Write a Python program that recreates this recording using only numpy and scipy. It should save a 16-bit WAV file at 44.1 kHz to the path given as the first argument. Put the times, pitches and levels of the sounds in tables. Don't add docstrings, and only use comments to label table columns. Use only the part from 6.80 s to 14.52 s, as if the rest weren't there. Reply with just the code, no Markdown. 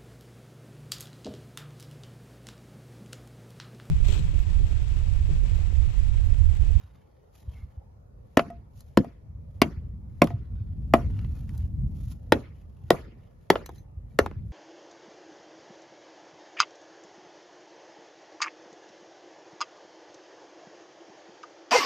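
import sys
import numpy as np
from scipy import signal
from scipy.fft import rfft, irfft, next_fast_len
from scipy.io import wavfile
from scipy.ndimage import uniform_filter1d

SR = 44100
rng = np.random.default_rng(int(sys.argv[2]) if len(sys.argv) > 2 else 0)


def digitize_waveform(pressure):
    field = np.atleast_2d(pressure).T
    bounded = np.clip(field, -1, 1)
    quanta = np.round(bounded * 32767).astype(np.int16)
    wavfile.write(sys.argv[1], SR, quanta)


N = 340452
TIME = np.arange(N) / SR
SHORT = TIME[:SR // 3]

# start in seconds, then thud, knock, clack and snap resonances, each as
# frequency in Hz and gain in dB, then fibre crack gain in dB, gain of the diffuse tail in dB.
BLOWS = [(1.5706, 296, 33.5, 647, 31.5, 1250, 13, 1910, 15, -1.5, -5),
         (2.172, 286, 38.5, 494, 29.5, 1000, 24, 1670, 20, -4, -8),
         (2.8167, 298, 33, 640, 31.5, 1028, 25, 2056, 19, 4, -4.5),
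         (3.4177, 292, 34, 617, 32.5, 1070, 28.5, 2217, 25.5, 0, -3.5),
         (4.1365, 310, 34.5, 688, 35.5, 1186, 30, 1984, 21.5, -3, -1.5),
         (5.5212, 334.5, 34.5, 567, 30, 838, 32.5, 1790, 25, 1.5, -2.5),
         (6.1040, 336, 34, 573, 32, 1104, 28, 1908, 25.5, 2, 1),
         (6.7010, 413, 34.5, 860, 30, 1340, 19, 1950, 23.5, 1.5, 0.5),
         (7.3882, 376, 32.5, 528, 28.5, 1080, 20.5, 1760, 21.5, -1, -5.5)]
# start in seconds, relative level in dB of body, of clack, of tick.
CHIPS = [(1.592, -22.5, -26.5, -51), (1.702, -64, -65, -67), (2.005, -68, -79, -55.5),
         (2.244, -42, -63, -65), (3.44, -45, -45, -45), (3.471, -45, -46, -54.5), (3.503, -43, -57, -71),
         (4.389, -64, -54, -70), (4.445, -56, -58, -70), (4.691, -70, -56.5, -63.5), (4.777, -73, -80, -56),
         (6.755, -24, -35.5, -76), (6.860, -62, -50.5, -46.5), (6.890, -40.5, -57, -60),
         (7.46, -30.5, -42, -54), (7.511, -43.5, -57, -76.5)]
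# start in seconds, level in dB.
HANDLE_JOLTS = [(1.594, -28), (1.702, -36), (2.245, -43), (3.422, -26), (3.504, -36), (4.14, -17)]
# frequency in Hz, relative level in dB, 60 dB decay in seconds.
HANDLE_MODES = [(231, -7, .2), (689, 0, .15), (1265, -16, .07), (1905, -18, .07)]
# start in seconds, level in dB.
GLANCES = [(6.859, -48), (6.955, -62), (6.982, -56), (7.392, -41.5)]
# frequency in Hz, relative level in dB, 60 dB decay in seconds.
STEEL_MODES = [(4050, -1, 0.05), (6260, -6.5, 0.13), (12300, -12, 0.097)]
# frequency in Hz, gain in dB.
FIBRE_COLOUR = [(40, -3), (160, 23.5), (600, 16.5), (1300, 18), (2500, 12.5), (4000, 7.5), (6000, 0.5),
                (9000, -3), (11000, -3), (13500, -6.5), (16000, -13)]
# frequency in Hz, gain in dB, 60 dB decay in seconds.
GROUND_SCATTER = [(104, 2, 0.24), (313, -11.5, .16), (1000, -7, 0.05), (3000, -8.5, 0.067),
                  (12000, -15, 0.025)]
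# frequency in Hz, gain in dB, 60 dB decay in seconds.
DIFFUSE_TAIL = [(60, -2.5, 0.31), (262, 7.5, 1), (710, 10.5, 0.19), (2000, -7.5, .6), (3780, -19.5, 0.59),
                (7250, -17, 0.27), (8154, -32, 0.1), (10100, -17.5, 0.29), (13500, -23, 0.24),
                (16000, -42.5, .2)]
# frequency in Hz, phase by which left leads right in radians, left minus right level in dB.
PORTS = [(0, 0, 0), (250, 0, 1), (2200, .2, .7), (3300, 1, 2), (4700, .6, 3), (6000, -.8, 1.5),
         (7000, -1.1, .5), (8400, -3.1, 0), (11000, -5.6, 0), (15000, -9, 0)]
# fastest moment in seconds, nominal length in seconds, scrape level in dB, hiss level in dB.
RUSTLES = [(0.02, 0.59, -67.5, -79.5), (0.581, 0.11, -74, -67.5), (.74, 0.33, -66.5, -75.5),
           (1.985, .12, -77, -67), (3.768, .45, -72.5, -90), (4.377, 0.22, -60.5, -73.5),
           (4.566, 0.34, -69, -71.5), (4.775, 0.18, -66, -71), (5.2, 0.25, -70, -70),
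           (5.31, 0.075, -72, -64), (5.8, 0.3, -76.5, -82), (6.44, 0.23, -74, -84.5),
           (6.96, 0.098, -68, -69), (7.703, 0.14, -85, -80)]
# frequency in Hz, relative gain in dB.
SCRAPE_COLOUR = [(200, -9.5), (700, 1), (1700, -2), (3000, -7), (5000, -15), (9000, -37.5)]
# frequency in Hz, relative gain in dB.
HISS_COLOUR = [(1000, -21.5), (3000, 1), (4500, 0.5), (7200, 2), (8400, -42), (9800, 3), (13500, -1),
               (16000, -33.5)]
# start in seconds, relative level in dB, frequency in Hz.
BUFFETS = [(0.033, -32, 86), (0.676, -19, 71), (0.829, -27, 71.4), (0.972, -24.5, 74.6), (2.546, -24, 80.3),
           (2.97, -17, 82), (3.083, -21, 66), (3.535, -14.5, 110.8), (3.714, -19, 94.6), (3.805, -16, 84),
           (4.835, -15.5, 79.5), (4.981, -18, 119), (5.035, -13, 82.5), (5.266, -18.5, 103.4),
           (7.169, -22.5, 77.7), (7.408, -15.5, 72.5), (7.563, -22.5, 105), (7.647, -22, 82.1)]
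# time in seconds, strength in dB.
WIND_STRENGTH = [(0.0, -54.5), (0.52, -61), (0.79, -50), (1.48, -57), (1.74, -49.5), (2.26, -54.5),
                 (3.14, -39), (3.35, -43), (4.34, -31), (4.69, -39), (5.12, -32), (5.27, -41),
                 (5.87, -49.5), (6.21, -48), (6.52, -53.5), (7.12, -49.5), (7.31, -46), (7.72, -40)]
# frequency in Hz, relative gain in dB.
RUMBLE_COLOUR = [(20, -21), (40, -0.5), (60, 6.5), (95, 3), (135, -4), (200, -29.5), (400, -76.5)]
# frequency in Hz, relative gain in dB.
FLUTTER_COLOUR = [(70, -17.5), (150, 1.5), (220, -5.5), (320, -19), (600, -43.5), (1500, -66.5)]
# frequency in Hz, relative gain in dB.
AIR_COLOUR = [(100, -6), (300, 1), (500, 5.5), (1000, -6.5), (1600, -14), (3000, -27), (6000, -27.5),
              (8500, -35.5), (11000, -28), (16000, -39)]

BLOW_JOLT_DB, JOLT_DELAY_S = -32.5, .003
SWING_LEAD_S, SWING_S, SWING_SCRAPE_DB, SWING_HISS_DB = .05, 0.25, -76.5, -81.5
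RISE_SHARE, ENDS_DB, ROUNDNESS = .42, -13, 1.2
RUMBLE_DB = 3.5
BREEZE_DB, FLUTTER_DB, FLUTTER_DB_PER_DB = -45, -52.5, 0.99
AIR_DB = -64
DIP_HZ, DIP_WIDTH_HZ, DIP_DEPTH = 1593, 93, .85
EDGE_HZ = 16300


def amp(db):
    return 10 ** (np.asarray(db) / 20)


def unit(x):
    return x / np.sqrt(np.mean(x ** 2) + 1e-20)


def read(points, hz, axis=1):
    columns = np.transpose(points)
    return np.interp(np.log(hz + 1), np.log(columns[0] + 1), columns[axis])


def add(mix, s, sound):
    part = mix[..., max(round(s * SR), 0):][..., :sound.shape[-1]]
    part += sound[..., :part.shape[-1]]


def chops():
    out = np.zeros((2, N))
    for s, thud_hz, thud_db, knock_hz, knock_db, clack_hz, clack_db, snap_hz, snap_db, crack_db, _ in BLOWS:
        blow = amp(crack_db) * colour(fracture(rise=0.002, grain=0.73), FIBRE_COLOUR)
        add(blow, 0, amp(snap_db) * knock(snap_hz, rise=.0016))
        add(blow, .0003, amp(clack_db) * knock(clack_hz, rise=0.002))
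        add(blow, .0011, amp(knock_db) * knock(knock_hz, rise=.0019))
        add(blow, .0024, amp(thud_db) * knock(thud_hz, rise=0.0022))
        add(out, s, grounded(blow))
    return out


def swell(rise):
    return (SHORT / rise) ** 2 * np.exp(-2 * SHORT / rise)


def fracture(rise, grain):
    sign, size = rng.standard_normal((2, len(SHORT)))
    burst = swell(rise) * sign * np.exp(grain * size)
    return burst / np.linalg.norm(burst)


def knock(hz, rise):
    push = swell(rise)
    return 2 * push / push.sum() * np.sin(2 * np.pi * hz * (SHORT - rise))


def colour(x, points, size=4096):
    log_gain = np.log(amp(read(points, abs(np.fft.fftfreq(size, 1 / SR)))))
    minimum_phase = np.exp(signal.hilbert(log_gain).conj())
    taps = np.fft.ifft(minimum_phase).real[:size // 2]
    return signal.oaconvolve(x, taps)[:len(x)]


def chips(burst_db=26):
    out = np.zeros((2, N))
    for s, body_db, clack_db, tick_db in CHIPS:
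        burst = fracture(rise=.002, grain=0.19)
        chip = amp(body_db) * band(band(burst, 250, 900), 200, 1400)
        chip += amp(clack_db) * band(band(burst, 1200, 3200), 900, 4500)
        chip += amp(tick_db) * band(burst, 3500, 14000)
        add(out, s, grounded(amp(burst_db) * chip))
    return out


def band(x, lo_hz, hi_hz):
    part = signal.sosfilt(signal.butter(2, [lo_hz, hi_hz], "band", fs=SR, output="sos"), x)
    return part / np.linalg.norm(part)


def handle():
    out = np.zeros((2, N))
    blow_jolts = [(s + JOLT_DELAY_S, BLOW_JOLT_DB) for s, *_ in BLOWS]
    for s, db in HANDLE_JOLTS + blow_jolts:
        add(out, s, grounded(amp(db) * ring(HANDLE_MODES)))
    return out


def steel():
    out = np.zeros(N)
    for s, db in GLANCES:
        add(out, s, amp(db) * ring(STEEL_MODES))
    return out


def ring(modes):
    return sum(amp(db - 60 * SHORT / t60) * np.sin(2 * np.pi * hz * SHORT) for hz, db, t60 in modes)


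def grounded(sound):
    echoes = scatter(GROUND_SCATTER, start=.0025, side_db=0, mono_hz=350, size=len(sound))
    return sound + signal.fftconvolve(sound[None], echoes, axes=1)[:, :len(sound)]


def scatter(table, start, side_db, mono_hz, size, patchy_db=4.5):
    fade_in = np.clip(TIME[:size] / start - 1, 0, 1)
    taps = rng.standard_normal((2, size)) * fade_in
    hz, at, z = signal.stft(taps, SR, nperseg=256)
    patches = uniform_filter1d(rng.standard_normal(z.shape[1:]), size=8, axis=1)
    patches = unit(uniform_filter1d(patches, size=4, axis=0))
    t60 = read(table, hz, axis=2)[:, None]
    clusters_db = patchy_db * patches * at / (at + 0.01)
    decay = amp(read(table, hz)[:, None] + clusters_db - 60 * at / t60)
    z = z * decay * np.sqrt(2 * np.log(1000) / (t60 * SR))
    z[1] *= (amp(side_db) * hz / (hz + mono_hz))[:, None]
    mid, side = signal.istft(z, SR, nperseg=256)[1][:, :size]
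    return np.array([mid + side, mid - side])


def ports(x):
    hz = np.fft.rfftfreq(N, 1 / SR)
    lean = amp(read(PORTS, hz, axis=2) / 2)
    turn = np.exp(-1j * read(PORTS, hz))
    return irfft(rfft(x) * np.array([lean, turn / lean]), N)


def trees():
    out = np.zeros((2, N))
    for s, *_, tail_db in BLOWS:
        wash = scatter(DIFFUSE_TAIL, start=0.0061, side_db=-1.0, mono_hz=300, size=SR)
        add(out, s, amp(tail_db) * wash)
    return out


def rustle(clump_db=3):
    swings = [(s - SWING_LEAD_S, SWING_S, SWING_SCRAPE_DB, SWING_HISS_DB) for s, *_ in BLOWS]
    scrape_gain, hiss_gain = np.zeros((2, N))
    for s, length, scrape_db, hiss_db in RUSTLES + swings:
        moving = movement(s, length)
        scrape_gain += amp(scrape_db) * moving
        hiss_gain += amp(hiss_db) * moving
    clumps = unit(amp(clump_db * unit(uniform_filter1d(rng.standard_normal(N), size=500))))
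    bark = mottled(noise(SCRAPE_COLOUR, side_db=-19.5, grain=0.52), depth_db=4.0, size=16)
    hiss = noise(HISS_COLOUR, side_db=-3.0, grain=0.76)
    return clumps * (scrape_gain * bark + hiss_gain * hiss)


def movement(s, length):
    t = TIME[::64]
    away = np.maximum((s - t) / RISE_SHARE, (t - s) / (1 - RISE_SHARE)) / length
    return np.interp(TIME, t, amp(ENDS_DB * np.minimum(away, 10) ** ROUNDNESS))


def buffets(level_db=12, rise=0.0091):
    out = np.zeros(N)
    for s, db, hz in BUFFETS:
        add(out, s, amp(db + level_db) * swell(rise) * np.sin(2 * np.pi * hz * SHORT))
    return out


def wind(lumps_db=2.5, lumps_per_s=22):
    at = np.arange(400) / lumps_per_s
    lumps = unit(amp(lumps_db * np.interp(TIME, at, rng.standard_normal(len(at)))))
    gust_db = np.interp(TIME, *np.transpose(WIND_STRENGTH))
    flutter_db = FLUTTER_DB + FLUTTER_DB_PER_DB * (gust_db - BREEZE_DB)
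    rumble = amp(gust_db + RUMBLE_DB) * noise(RUMBLE_COLOUR, side_db=-12.5)
    flutter = amp(flutter_db) * noise(FLUTTER_COLOUR, side_db=-11.5)
    return lumps * (rumble + flutter)


def field():
    return amp(AIR_DB) * mottled(noise(AIR_COLOUR, side_db=2.5), depth_db=2.5, size=24)


def noise(points, side_db, grain=0.):
    size = next_fast_len(N, real=True)
    white = rng.standard_normal((2, N)) * np.exp(grain * rng.standard_normal(N))
    gain = amp(read(points, np.fft.rfftfreq(size, 1 / SR)))
    mid, side = irfft(rfft(white, size) * gain, size)[:, :N]
    return unit(mid) + amp(side_db) * unit(side) * np.array([[1], [-1]])


def mottled(x, depth_db, size):
    z = signal.stft(x, nperseg=1024, noverlap=768)[2]
    patches = uniform_filter1d(rng.standard_normal(z.shape[1:]), size=size, axis=1)
    patches = unit(uniform_filter1d(patches, size=5, axis=0))
    return unit(signal.istft(z * amp(depth_db * patches), nperseg=1024, noverlap=768)[1][:, :N])


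def scene():
    axe = ports(chops() + chips() + handle() + steel())
    return axe + trees() + rustle() + buffets() + wind() + field()


def dipped(x):
    peak = signal.iirpeak(DIP_HZ, DIP_HZ / DIP_WIDTH_HZ, fs=SR)
    return x - DIP_DEPTH * signal.lfilter(*peak, x)


def record(dry, low_cut_hz=32):
    lean = signal.sosfilt(signal.butter(2, low_cut_hz, "high", fs=SR, output="sos"), dipped(dry))
    rounded = lean / (1 + (lean / .93) ** 6) ** (1 / 6)
    low_pass = signal.firwin(511, EDGE_HZ, window=("kaiser", 9), fs=SR)
    return signal.oaconvolve(rounded, low_pass[None], "same")


dry = scene()
out = record(dry)
digitize_waveform(out)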